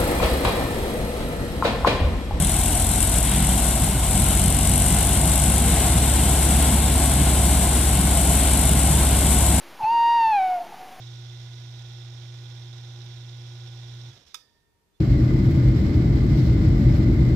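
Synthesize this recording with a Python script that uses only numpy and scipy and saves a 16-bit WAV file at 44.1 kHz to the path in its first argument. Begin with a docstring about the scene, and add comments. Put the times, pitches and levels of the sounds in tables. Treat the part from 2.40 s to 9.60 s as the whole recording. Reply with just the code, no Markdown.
"""A combine harvester in standing wheat, about 80 m off across an open field, on a stereo microphone.
From the start its diesel picks up speed and beats against the deep hum of the threshing drum. Straw
rumbles and roars through the droning sheet-metal body, gears whine, grain pings on steel, and over a
bright hiss a dry belt or bearing chirps in step with the engine. Near 1.6 s the engine sags and the chirps
falter; just after 3 s a faint tone slides down; from 4 s the engine settles as the machine creeps on."""
import sys
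import numpy as np
from scipy import signal
from scipy.fft import rfft, irfft
from scipy.io import wavfile

SR = 44100
rng = np.random.default_rng(int(sys.argv[2]) if len(sys.argv) > 2 else 0)


def int16_out(signal):
    """Quantize to a 16-bit WAV file."""
    q = np.round(np.clip(np.atleast_2d(signal).T, -1, 1) * 32767)
    wavfile.write(sys.argv[1], SR, q.astype(np.int16))


N = 317520
TIME = np.arange(N) / SR
BIN_HZ = np.fft.rfftfreq(N, 1 / SR)

DISTANCE_M, APPROACH_M_PER_S = 79, .63  # levels below hold at this starting distance
WORKING_HZ = 50  # exhaust beats a second at working speed

# The engine picks up, sags, climbs and settles: time_s, beat_hz
ENGINE_SPEED = [(0, 41.87), (1.13, 46.24), (1.66, 44.74), (2.48, 47.98), (4.04, 51.44), (5.8, 49.73),
                (7.2, 51.1)]
# Engine load, high while it gains speed and slack in the sag: time_s, above_normal_db
ENGINE_LOAD = [(0, 7), (1.2, 2), (1.58, -8), (1.72, 3.5), (2.45, 2.5), (3.85, 3), (5, -2), (6.3, 0.5),
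               (7.2, -2)]
# Upper harmonics of the exhaust: beat_multiple, relative_db
EXHAUST_OVERTONES = [(4, 0), (5, -1)]
# The exhaust barks as the engine pulls: time_s, second_harmonic_db, third_harmonic_db
EXHAUST_BARK = [(0, -28, -38), (.6, -28, -43), (.9, -36, -31), (1.25, -46, -35), (1.5, -35, -35),
                (1.78, -27, -29), (2.8, -28.5, -30), (3.35, -33, -34.5), (4.5, -33, -38), (5.9, -38, -37),
                (7.2, -30, -30.5)]
# Harmonics of the threshing drum: hum_multiple, relative_db
DRUM_HARMONICS = [(1, 0), (2, -19), (4, -23)]
# Spectrum of crop tumbling in the drum: frequency_hz, density_db
RUMBLE_COLOUR = [(12, -16), (30, -17), (45, -12), (60, -1.5), (72, -5), (82, -1.5), (100, -2.5),
                 (125, -0.5), (145, -5), (200, -3), (230, -5), (265, -7), (330, -12.5), (400, -17.5),
                 (600, -37.5)]
# Spectrum of straw roaring through the body: frequency_hz, density_db
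ROAR_COLOUR = [(150, -23), (290, 1), (400, -4.5), (500, -7.5), (660, -.5), (780, -4), (900, -5),
               (1080, -5.5), (1200, -14.5), (1500, -9), (1800, -14), (2150, -9.5), (2450, -14), (3000, -12),
               (3700, -11), (5000, -17), (7000, -26.5)]
# Sheet-metal panels that drone in the roar: pitch_hz, width_hz, lift_db
PANEL_RESONANCES = [(686, 18, 1.8), (745, 40, 4.2), (797, 20, 3.5)]
# Wads of crop reach the drum and make the rumble throb: peak_s, level_db
WADS = [(.04, -25.5), (1, -27.5), (1.12, -28), (1.42, -30), (1.79, -24), (2.04, -26.5), (2.3, -28.5),
        (2.54, -26), (2.83, -24.5), (3.12, -24), (3.3, -26.5), (3.58, -27), (3.83, -26), (4.13, -24.5),
        (4.33, -27), (4.79, -24.5), (5.03, -27.5), (5.22, -27), (5.61, -22.5), (5.92, -27), (6.17, -26),
        (6.37, -24.5), (6.52, -24.5), (6.87, -25), (7.11, -25)]
# Spectrum of a wad's whoomph: frequency_hz, density_db
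WAD_COLOUR = [(60, -40), (110, -12), (142, 0), (170, 0), (200, -2), (235, -12), (330, -26), (600, -70)]
# A loose panel booms now and then: peak_s, level_db
PANEL_BOOMS = [(.36, -37.5), (1.26, -35), (1.85, -38), (2.8, -37), (3.37, -36), (4.6, -37.5), (5.13, -36),
               (5.84, -35.5), (7.13, -37)]
# Spectrum of that boom: frequency_hz, density_db
BOOM_COLOUR = [(400, -45), (590, -14), (670, 0), (735, -1.5), (800, -8), (1100, -40)]
# The chirps falter in the sag, snap back, then ease: time_s, level_db
CHIRP_LEVEL = [(0, -24), (.52, -25), (.75, -24.5), (.95, -26), (1.22, -26), (1.32, -28), (1.48, -30),
               (1.64, -37), (1.7, -24.5), (2.4, -21.5), (2.8, -26), (2.98, -23), (3.65, -28), (5.35, -28.5),
               (6.25, -24.5), (7.2, -29)]
# The hardest chirps, each on a beat near its time: time_s, level_db
HARD_CHIRPS = [(.049, -21.7), (.261, -21.7), (.604, -20), (.627, -21), (.784, -20.3), (1.953, -21.2),
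               (2.358, -20.8), (2.42, -20.2), (2.692, -21.5), (2.958, -20.5), (4.228, -21.7),
               (4.658, -22.7), (5.774, -22.7), (6.135, -22.3), (6.174, -21.7), (6.295, -20.5)]
# Timing of the chirps within each engine beat: time_s, lead_beats
CHIRP_TIMING = [(0, 0.11), (.7, 0.046), (1.05, 0.12), (1.55, -0.065), (2.4, 0.019), (3.55, -0.0047),
                (3.85, 0.11), (4.5, 0.04), (5.3, -0.042), (7.2, -0.082)]
# Spectrum of the dry rubbing in a chirp: frequency_hz, density_db
CHIRP_COLOUR = [(1500, -32), (3000, 1.5), (5000, -11), (6400, 1.5), (7100, -3.5), (7800, 2.5), (9100, 10),
                (10500, -2.5), (11900, -1.5), (12700, -4), (15000, -23)]
# Spectrum of rushing air and chaff: frequency_hz, density_db
HISS_COLOUR = [(3500, -16), (4600, -13), (5600, -9.5), (6000, 0), (6300, -17), (6700, -2), (7100, -2),
               (7800, 2.5), (8400, 3.5), (9100, 0), (9800, -0.5), (10800, -2), (11900, -3), (13300, -13),
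               (15500, -18)]
# The cutter meets thicker stands of wheat: peak_s, level_db
THICK_STANDS = [(.96, -35), (1.92, -38.5), (2.62, -39.5), (3.38, -36.5), (3.7, -40), (4.22, -38.5),
                (4.85, -40.5), (6.06, -36.5), (6.72, -39.5)]
# Spectrum of straw rasping at the cutter: frequency_hz, density_db
STRAW_COLOUR = [(700, -35), (1200, -6), (1500, 1), (1820, -3), (2150, 0), (2450, -2), (3000, 0), (3800, -2),
                (4900, -12), (8000, -30)]
# Tones of a belt-driven side shaft: beat_multiple, level_db
SHAFT_TONES = [(1.614, -44), (3.222, -39)]
# Tones of the gear train: beat_multiple, relative_db
GEAR_TONES = [(14.35, -1), (15.7, -5), (16.95, 0), (17.9, -7)]
# How alike the microphone's two sides sound: frequency_hz, likeness_0_to_1
MIC_LIKENESS = [(200, .998), (400, .98), (520, .85), (700, .95), (1100, .87), (1300, .4), (1500, .7),
                (1820, .25), (2150, .8), (3050, .92), (3400, .5), (4900, .4), (5500, .15), (9000, .3),
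                (15000, .15)]
# Balance at the microphone: frequency_hz, left_minus_right_db
MIC_BALANCE = [(100, -.2), (420, -.3), (530, -3), (800, -1), (1080, -2.5), (1170, -3), (1300, -10),
               (1550, -4), (2100, -1), (3000, 0), (3600, 2), (5300, -3), (6400, 1), (7100, 8), (8400, 12),
               (11900, 8), (13300, 1)]
# Phase between its two sides: frequency_hz, left_lead_rad
MIC_PHASE = [(30, .07), (150, .1), (500, .35), (750, .25), (1150, .9), (1300, -1.2), (1650, .4), (1900, -1),
             (2150, 0), (3300, 0), (4000, .9), (4900, 3), (6400, 3.2), (8000, 6.3), (9800, 9.5),
             (12000, 10.5)]


def diesel_exhaust(beats, load_db):
    """The firing beat, its bark and its overtones; load hardens the beat and the overtones."""
    fundamental = gain_of(-29 + .3 * load_db) * tones(beats, [(1, 0)], waver_db=.25, jitter=.003)
    overtones = gain_of(-42 + .6 * load_db) * tones(beats, EXHAUST_OVERTONES, waver_db=1.2, jitter=.008)
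    bark = sum(gain_of(db) * tones(beats, [(harmonic, 0)], waver_db=.8, jitter=.006)
               for harmonic, db in zip((2, 3), curves(EXHAUST_BARK)))
    return fundamental - bark - overtones


def threshing_drum(beats, overspeed_hz, load_db, pulley_ratio=1.3317):
    """The drum hums about four cycles to three exhaust beats, so the two throb together."""
    level_db = -20.5 + .7 * overspeed_hz - .053 * load_db  # a full drum hums less
    return gain_of(level_db) * tones(beats * pulley_ratio, DRUM_HARMONICS, waver_db=.25, jitter=.003)


def tumbling_crop(feed, overspeed_hz):
    """Crop rumbles through the drum in wads and roars over the sieves; panels drone and boom with it."""
    flutter_db = .45 * feed + .3 * wander(25)
    beat_hz = WORKING_HZ + overspeed_hz
    tumbled_s = np.cumsum(beat_hz / beat_hz.mean()) / SR  # a faster drum lifts the rumble in pitch
    tumbling = [np.interp(tumbled_s, TIME, stream) for stream in noise_pair(RUMBLE_COLOUR)]
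    rumble = gain_of(-26 + .07 * overspeed_hz) * at_microphone(*tumbling)
    panels_db = sum(db / (1 + (2 * (BIN_HZ - hz) / width) ** 2) for hz, width, db in PANEL_RESONANCES)
    roar_db = -28.5 + .32 * overspeed_hz + flutter_db
    roar = gain_of(roar_db) * at_microphone(*noise_pair(ROAR_COLOUR, panels_db))
    wads = surges(WADS, WAD_COLOUR, half_length_s=.075)
    booms = surges(PANEL_BOOMS, BOOM_COLOUR, half_length_s=.13)
    return rumble + roar + wads + booms


def chaff_hiss(feed, overspeed_hz, load_db):
    """A bright rush of air and chaff; speed and load throw more of it."""
    level_db = -22 + .26 * overspeed_hz + .14 * load_db
    rush = at_microphone(*noise_pair(HISS_COLOUR), ground=.2)
    flutter_db = .86 * feed + .5 * wander(90) + .64 * wander(2.3)
    return gain_of(level_db + flutter_db) * rush


def belt_chirps(beats, pitch_hz=10000, spread_hz=430, rasp_hz=620, tonal_share=.45):
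    """A dry belt or bearing rubs once a beat: a short rasping squeak, each at a pitch of its own."""
    rise, decay, scatter = .07, .175, .008  # shares of a beat
    cycle = beats + curves(CHIRP_TIMING)[0]
    beat = cycle.astype(int)
    force, delay, tension = np.clip(rng.standard_normal((beat[-1] + 1, 3)), -2, 2)[beat].T
    age = np.maximum(cycle % 1 - scatter * (1 + delay), 0)
    attack = 1 - np.exp(-(age / rise) ** 2)
    envelope = unit_rms(attack * np.exp(-age / decay) * (1 - age))
    level_db = curves(CHIRP_LEVEL)[0] + .9 * force
    for time_s, hard_db in HARD_CHIRPS:
        level_db[beat == round(np.interp(time_s, TIME, beats))] = hard_db
    hz = pitch_hz + spread_hz * tension + rasp_hz * np.array([wander(703), wander(767)])
    squeak = unit_rms(np.sin(2 * np.pi * np.cumsum(hz, axis=1) / SR))
    rubbing = np.sqrt(tonal_share) * squeak + np.sqrt(1 - tonal_share) * noise_pair(CHIRP_COLOUR)
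    return at_microphone(*(gain_of(level_db) * envelope * rubbing), left_db=4.5, ground=.42)


def cutter():
    """Straw rasps as the cutter meets each thicker stand."""
    return surges(THICK_STANDS, STRAW_COLOUR, half_length_s=.14)


def shaft_and_gears(beats):
    """A side shaft hums and the gear train whines, both locked to engine speed."""
    shaft = tones(beats, SHAFT_TONES, waver_db=1.5, jitter=.015)
    gears = gain_of(-46.5) * tones(beats, GEAR_TONES, waver_db=2, jitter=.012)
    return shaft + gears


def grain_pings(load_db, pings_per_s=170, low_hz=2700, high_hz=4100, t60_s=.06):
    """Grain and stalks hit the steel of cutter and sieves at random; each hit rings at its own pitch."""
    age_s = np.arange(0, t60_s, 1 / SR)
    ring = (1 - np.exp(-age_s / .001)) * gain_of(-60 * age_s / t60_s)
    streams = np.zeros((2, N + len(age_s)))
    for stream in streams:
        for when, pitch, force in rng.random((round(pings_per_s * N / SR), 3)):
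            start = int(when * N)
            hz = low_hz + pitch * (high_hz - low_hz)
            stream[start:start + len(age_s)] += force * ring * np.sin(2 * np.pi * hz * age_s)
    return gain_of(-42.5 + .3 * load_db) * at_microphone(*unit_rms(streams[:, :N]))


def sliding_tone(start_s=3.08, length_s=.42, fade_s=.04, from_hz=537, to_hz=362):
    """A faint tone swells as it falls ever faster, half buried in the roar."""
    age_s = np.clip(TIME - start_s, 0, length_s)
    progress = age_s / length_s
    hz = from_hz + (to_hz - from_hz) * progress ** 1.55
    fade = np.minimum(np.minimum(age_s, length_s - age_s) / fade_s, 1)
    tone = tones(np.cumsum(hz) / SR, [(1, 0)], waver_db=2, jitter=.06)
    return fade * gain_of(-44 + 7 * progress) * tone


def at_microphone(sound, unrelated, left_db=0, ground=0, bounce_s=.001425):
    """A sound at the stereo microphone, its right side partly unrelated; a ground bounce combs both."""
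    likeness = spectrum(MIC_LIKENESS)
    half_db = (spectrum(MIC_BALANCE) + left_db) / 2
    left = rfft(sound)
    right = likeness * left + np.sqrt(1 - likeness ** 2) * rfft(unrelated)
    right *= np.exp(-1j * spectrum(MIC_PHASE))
    comb = 1 + ground * np.exp(-2j * np.pi * BIN_HZ * bounce_s)
    pair = irfft(np.array([left * gain_of(half_db), right * gain_of(-half_db)]) * comb, N)
    return pair * sound.std() / pair[0].std()  # the left side keeps the source's level


def tones(cycles, partials, waver_db, jitter):
    """Multiples of one rotation whose phase jitters (in cycles); each wavers in level."""
    angle = 2 * np.pi * (cycles + jitter * wander(3.1))
    return np.sqrt(2) * sum(gain_of(db + waver_db * wander(16)) * np.cos(multiple * angle)
                            for multiple, db in partials)


def surges(events, colour, half_length_s):
    """Noise of one colour swells and fades around each event, heard at the microphone."""
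    swell = sum(gain_of(db) * np.exp(-((TIME - peak_s) / half_length_s) ** 2) for peak_s, db in events)
    return swell * at_microphone(*noise_pair(colour))


def noise_pair(colour, lift_db=0):
    """Two unrelated streams of coloured noise, unit rms."""
    white = rfft(rng.standard_normal((2, N)))
    return unit_rms(irfft(white * gain_of(spectrum(colour) + lift_db), N))


def wander(rate_hz):
    """Random drift of unit rms, thinning out above the given rate."""
    white = rfft(rng.standard_normal(N)) * (BIN_HZ > 0)
    return unit_rms(irfft(white / (1 + (BIN_HZ / rate_hz) ** 2), N))


def curves(table):
    """Each column of a timed table, sample by sample."""
    time_s, *columns = np.transpose(table)
    return [np.interp(TIME, time_s, column) for column in columns]


def spectrum(table):
    """A frequency table at every bin, interpolated on a log axis."""
    hz, value = np.transpose(table)
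    return np.interp(np.log(BIN_HZ + 1), np.log(hz + 1), value)


def gain_of(db):
    """Decibels to amplitude."""
    return 10 ** (np.asarray(db) / 20)


def unit_rms(x):
    """Scales to unit rms."""
    return x / np.sqrt(np.mean(x ** 2) + 1e-20)


def scene():
    """One engine speed drives all that turns; everything grows a little as it nears the microphone."""
    beat_hz, load_db = curves(ENGINE_SPEED)[0], curves(ENGINE_LOAD)[0]
    beats = np.cumsum(beat_hz) / SR
    overspeed_hz = beat_hz - WORKING_HZ
    feed = wander(26)  # uneven feeding flutters the roar and the hiss together
    hum = diesel_exhaust(beats, load_db) + threshing_drum(beats, overspeed_hz, load_db)
    machinery = at_microphone(hum + shaft_and_gears(beats) + sliding_tone(), np.zeros(N))
    crop = tumbling_crop(feed, overspeed_hz) + chaff_hiss(feed, overspeed_hz, load_db)
    crop += grain_pings(load_db) + cutter()
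    nearness = DISTANCE_M / (DISTANCE_M - APPROACH_M_PER_S * TIME)
    return nearness * (machinery + crop + belt_chirps(beats))


def record(dry):
    """The recorder cuts the treble above 15550 Hz."""
    lowpass = signal.firwin(1023, 15550, window=("kaiser", 9), fs=SR)
    return signal.oaconvolve(dry, lowpass[None], "same")


dry = scene()
out = record(dry)
int16_out(out)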